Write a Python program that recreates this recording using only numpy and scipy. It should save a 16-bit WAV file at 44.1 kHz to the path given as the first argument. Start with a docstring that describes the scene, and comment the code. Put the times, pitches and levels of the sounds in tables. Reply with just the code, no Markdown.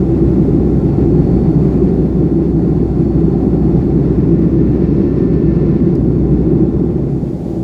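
"""Window seat in a cruising airliner

Turbulent air drums on the fuselage and booms in the cabin. The engine fans hum, the two cores whine
a few hertz apart, and air hisses at the window and from the vents. The microphone leans in to the pane,
ticks in the hand, and at the end turns away from the wall into the cabin."""
import sys
import numpy as np
from scipy import signal
from scipy.fft import rfft, irfft, next_fast_len
from scipy.io import wavfile
from scipy.ndimage import uniform_filter1d, minimum_filter1d

SR = 44100
rng = np.random.default_rng(int(sys.argv[2]) if len(sys.argv) > 2 else 0)


def to_wav(s):
    """Save 16-bit WAV."""
    ch = np.atleast_2d(s).T  # columns
    pcm = np.round(np.clip(ch, -1, 1) * 32767)  # PCM
    wavfile.write(sys.argv[1], SR, pcm.astype(np.int16))


N = 336483
TIME = np.arange(N) / SR
FAN_HZ, FIRST_SHAFT_HZ, SECOND_SHAFT_HZ = 62.4, 887.8, 891.7
TURN_START_S, TURN_LENGTH_S = 6.9, 0.61

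# Tone colour of each air layer. Each row: frequency in Hz, relative spectral level in dB.
WALL_SPECTRUM = [(10, -26.5), (22, -19.5), (45, -13), (75, -6.5), (105, -6), (135, 2), (190, 0.5),
                 (240, -4.5), (300, -5), (370, -4), (415, -8.5), (470, -20.5), (650, -37.5), (1300, -56.5)]  # deep rumble
SKIN_SPECTRUM = [(700, -7), (900, -7), (1020, 1.5), (1280, -8.5), (1420, -6), (1600, -17), (2500, -30.5)]  # rush along the outer skin
TRIM_SPECTRUM = [(250, -8), (470, 2.5), (545, 1), (595, 1), (640, -10), (900, -18), (1150, -28),
                 (2000, -44)]  # midrange roar
CAVITY_SPECTRUM = [(550, -13.5), (690, -2), (800, -2), (850, -8), (900, -14.5), (1100, -20.5), (1500, -31)]  # hollow note between the panes
PANE_SPECTRUM = [(700, -0.5), (1020, 2.5), (1280, 1), (1570, 1), (2000, 1.5), (2550, -3.5), (3000, -11),
                 (4200, -10.5), (5500, -15.5), (8000, -29), (15000, -45.5)]  # soft hiss
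VENT_SPECTRUM = [(2000, 2.5), (3200, 7), (4700, 4.5), (7000, 4.5), (8300, 2), (10500, -1.5), (15000, -5.5)]  # bright hiss
# Resonances that ring in those layers. Each row: centre in Hz, width in Hz, lift in dB.
CABIN_MODES = [(165.4, 14, 3), (268, 37, 3), (330.1, 22, 6.5)]
SKIN_MODES = [(1360, 50, 4)]
CAVITY_MODES = [(757, 13, 3.7)]
PANE_MODES = [(2630, 83, 1.4)]
NOZZLE_MODES = [(4680, 350, 4), (6900, 400, 2)]
# How each layer reaches the microphone. Each holds: base rms level in dB, share of the wall's swing,
# gain at the pane in dB, gain facing the cabin in dB.
WALL_REACH = (-11, 1, 0.5, -1.5)
SKIN_REACH = (-46, 0.4, 1.3, -7.5)
TRIM_REACH = (-32, 0.85, 0.5, 5)
PANE_REACH = (-48, 0, 5, -4.5)
VENT_REACH = (-58.5, 0, -3.5, 7.5)
HUM_REACH = (-21, 0.56, -0.9, -5.5)
# Whine of each core. Each row: multiple of the shaft rate, base rms level in dB, gain at the pane in dB.
FIRST_CORE_PARTIALS = [(1, -55.5, -3.5), (2, -66, 12), (3, -76, 13.5), (4, -72, -2), (6, -73, 0.5),
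                       (7, -81.5, 3.5)]
SECOND_CORE_PARTIALS = [(2, -71.5, 10.5), (4, -74.5, -3.5), (5, -77, 1)]
# Swing of the wall's sound at the microphone, and of the hiss. Each row: time in seconds, gain in dB.
WALL_SWING = [(0, 0), (.3, 0.56), (1.5, 1.1), (2.8, -1.8), (3.3, -0.05), (5.5, -0.3), (6.6, 0.5), (7.4, -7),
              (7.63, -5)]
HISS_SWING = [(1.8, 0), (2.2, -1.8), (3.8, -1.8), (6.8, -3.5)]
# Swells of the hollow note and the blade whistle. Each row: time in seconds, base rms level in dB.
CAVITY_SWELLS = [(0, -38.5), (1.3, -35), (2.2, -38.5), (3.6, -35.5), (5.2, -44.5), (6.6, -39),
                 (7.63, -41.8)]
WHISTLE_SWELLS = [(.5, -70), (1.35, -60), (1.9, -69.5), (3.1, -64), (3.8, -64.5), (4.35, -76),
                  (4.85, -67.5), (6.4, -68.5), (7, -76.5), (7.5, -70)]
# The microphone leans in to the pane and pulls back. Each row: time in seconds, nearness from 0 to 1.
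PANE_NEARNESS = [(3.7, 0), (4.6, 0.75), (5.5, 1), (5.92, 0.7), (6.0, 0.1), (6.8, .1), (7.2, 0)]
# Small handling ticks. Each row: start in seconds, gain in dB.
HANDLING_TICKS = [(5.076, -54), (5.954, -39)]
# Ring of the microphone casing. Each row: pitch in Hz, relative level in dB, 60 dB decay in seconds.
CASING_MODES = [(3900, -10, .02), (4900, 0, .012), (5650, -5, .014), (6500, -8, .014), (11500, -10, .009)]


def airflow():
    """The bed: turbulent air shakes wall, skin, trim, window cavity and pane; the vents hiss on top."""
    buffet = drift(11.0)  # eddies swell all the outside noise together
    hiss_db = automation(HISS_SWING)
    wall = from_db(heard_db(WALL_REACH) + 0.072 * buffet) * turbulence(WALL_SPECTRUM, CABIN_MODES)
    skin = from_db(heard_db(SKIN_REACH) + 0.3 * buffet) * turbulence(SKIN_SPECTRUM, SKIN_MODES)
    trim = from_db(heard_db(TRIM_REACH) + 0.52 * buffet) * turbulence(TRIM_SPECTRUM)
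    cavity_db = automation(CAVITY_SWELLS) + 0.27 * buffet
    cavity = from_db(cavity_db) * turbulence(CAVITY_SPECTRUM, CAVITY_MODES)
    pane_db = heard_db(PANE_REACH) + hiss_db + 1.1 * buffet
    pane = from_db(pane_db) * turbulence(PANE_SPECTRUM, PANE_MODES)
    vent_db = heard_db(VENT_REACH) + hiss_db + 0.35 * drift(7.0)
    vents = from_db(vent_db) * turbulence(VENT_SPECTRUM, NOZZLE_MODES)
    return wall + skin + trim + cavity + pane + vents


def fan_hum(waver_db=1.5):
    """Fan imbalance comes through the wall as one deep, slightly unsteady tone."""
    angle = shaft_angle(FAN_HZ, wander_hz=0.25, rate_hz=1.1)
    return tone(angle, heard_db(HUM_REACH) + waver_db * drift(6.7))


def core_whine(shaft_hz, partials):
    """A spinning core sings in harmonics, each fading in and out in the cabin's standing waves."""
    angle = shaft_angle(shaft_hz, wander_hz=0.25, rate_hz=2.5)
    wall_db, nearness = automation(WALL_SWING), automation(PANE_NEARNESS)
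    whine = np.zeros(N)
    for multiple, base_db, pane_db in partials:
        fading_db = 2.5 * drift(2.5)
        whine += tone(multiple * angle, base_db + wall_db + pane_db * nearness + fading_db)
    return whine


def blade_whistle(flutter_db=1.4):
    """A thin, fluttering line at five times the shaft rate swells and fades as the microphone moves."""
    angle = 5 * shaft_angle(FIRST_SHAFT_HZ, wander_hz=0.22, rate_hz=2.5)
    return tone(angle, automation(WHISTLE_SWELLS) + flutter_db * drift(6.0))


def handling_ticks(crack_db=-3, crack_t60_s=0.007):
    """A brief, bright crack of contact rings the damped modes of the casing."""
    ticks = np.zeros(N)
    age = np.arange(SR // 10) / SR
    bright_band = signal.butter(4, [3800, 12500], "band", fs=SR, output="sos")
    ring = sum(from_db(db - 60 * age / t60) * np.sin(2 * np.pi * hz * age)
               for hz, db, t60 in CASING_MODES)
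    for start_s, tick_db in HANDLING_TICKS:
        burst = rng.standard_normal(len(age)) * from_db(-60 * age / crack_t60_s)
        crack = from_db(crack_db) * signal.sosfilt(bright_band, burst)
        start = round(start_s * SR)
        ticks[start:start + len(age)] += from_db(tick_db) * (ring + crack)
    return ticks


def turbulence(spectrum, modes=()):
    """Random air pressure with a smooth tone colour, lifted at each resonance; rms 1."""
    size = next_fast_len(N)
    white = rfft(rng.standard_normal(size))
    hz = np.maximum(np.arange(len(white)) * SR / size, 1)
    points_hz, points_db = np.transpose(spectrum)
    gain = from_db(np.interp(np.log(hz), np.log(points_hz), points_db))
    gain *= np.minimum(hz / points_hz[0], 1) * np.minimum(points_hz[-1] / hz, 1) ** 2  # ends roll off
    for centre_hz, width_hz, lift_db in modes:
        gain *= 1 + (from_db(lift_db) - 1) / (1 + (2 * (hz - centre_hz) / width_hz) ** 2)
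    return unit_rms(irfft(white * gain, size)[:N])


def heard_db(reach):
    """A layer's level as the microphone moves along the wall, nears the pane and turns to the cabin."""
    base_db, wall_share, pane_db, cabin_db = reach
    wall_db, nearness = automation(WALL_SWING), automation(PANE_NEARNESS)
    turned = np.clip((TIME - TURN_START_S) / TURN_LENGTH_S, 0, 1)
    return base_db + wall_share * wall_db + pane_db * nearness + cabin_db * turned


def shaft_angle(hz, wander_hz, rate_hz):
    """Phase of a governed shaft whose speed wanders slightly."""
    speed_hz = hz + wander_hz * drift(rate_hz)
    return 2 * np.pi * (np.cumsum(speed_hz) / SR + rng.random())


def drift(rate_hz):
    """Random wobble with rms 1, mostly slower than rate_hz."""
    hz = np.arange(N + 1) * SR / (2 * N)
    white = rfft(rng.standard_normal(2 * N))
    return unit_rms(irfft(white / (1 + (hz / rate_hz) ** 2))[:N])


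def tone(angle, rms_db):
    """A pure sine at the given level."""
    return np.sqrt(2) * from_db(rms_db) * np.sin(angle)


def automation(points):
    """Straight ramps between (seconds, value) points."""
    return np.interp(TIME, *np.transpose(points))


def from_db(db):
    """Decibels to gain."""
    return 10 ** (np.asarray(db) / 20)


def unit_rms(x):
    """Scale to rms 1."""
    return x / np.sqrt(np.mean(x ** 2) + 1e-20)


def scene():
    """Air, engines and handling in one mono mix."""
    first_core = core_whine(FIRST_SHAFT_HZ, FIRST_CORE_PARTIALS)
    second_core = core_whine(SECOND_SHAFT_HZ, SECOND_CORE_PARTIALS)
    engines = fan_hum() + first_core + second_core + blade_whistle()
    return (airflow() + engines + handling_ticks())[None]


def record(dry, ceiling=0.99, fade_in_s=0.003, cutoff_hz=15400):
    """A smooth limiter holds the tallest swells, a tiny fade opens the sound, and the top is cut."""
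    window = SR // 200  # 5 ms
    needed_gain = np.minimum(1, ceiling / (np.abs(dry) + 1e-9))
    held_gain = minimum_filter1d(needed_gain, 2 * window)
    smooth_gain = uniform_filter1d(uniform_filter1d(held_gain, window), window)
    fade_in = np.minimum(TIME / fade_in_s, 1)
    high_cut = signal.ellip(12, 0.1, 80, cutoff_hz, fs=SR, output="sos")
    return signal.sosfilt(high_cut, dry * smooth_gain * fade_in)


dry = scene()
out = record(dry)
to_wav(out)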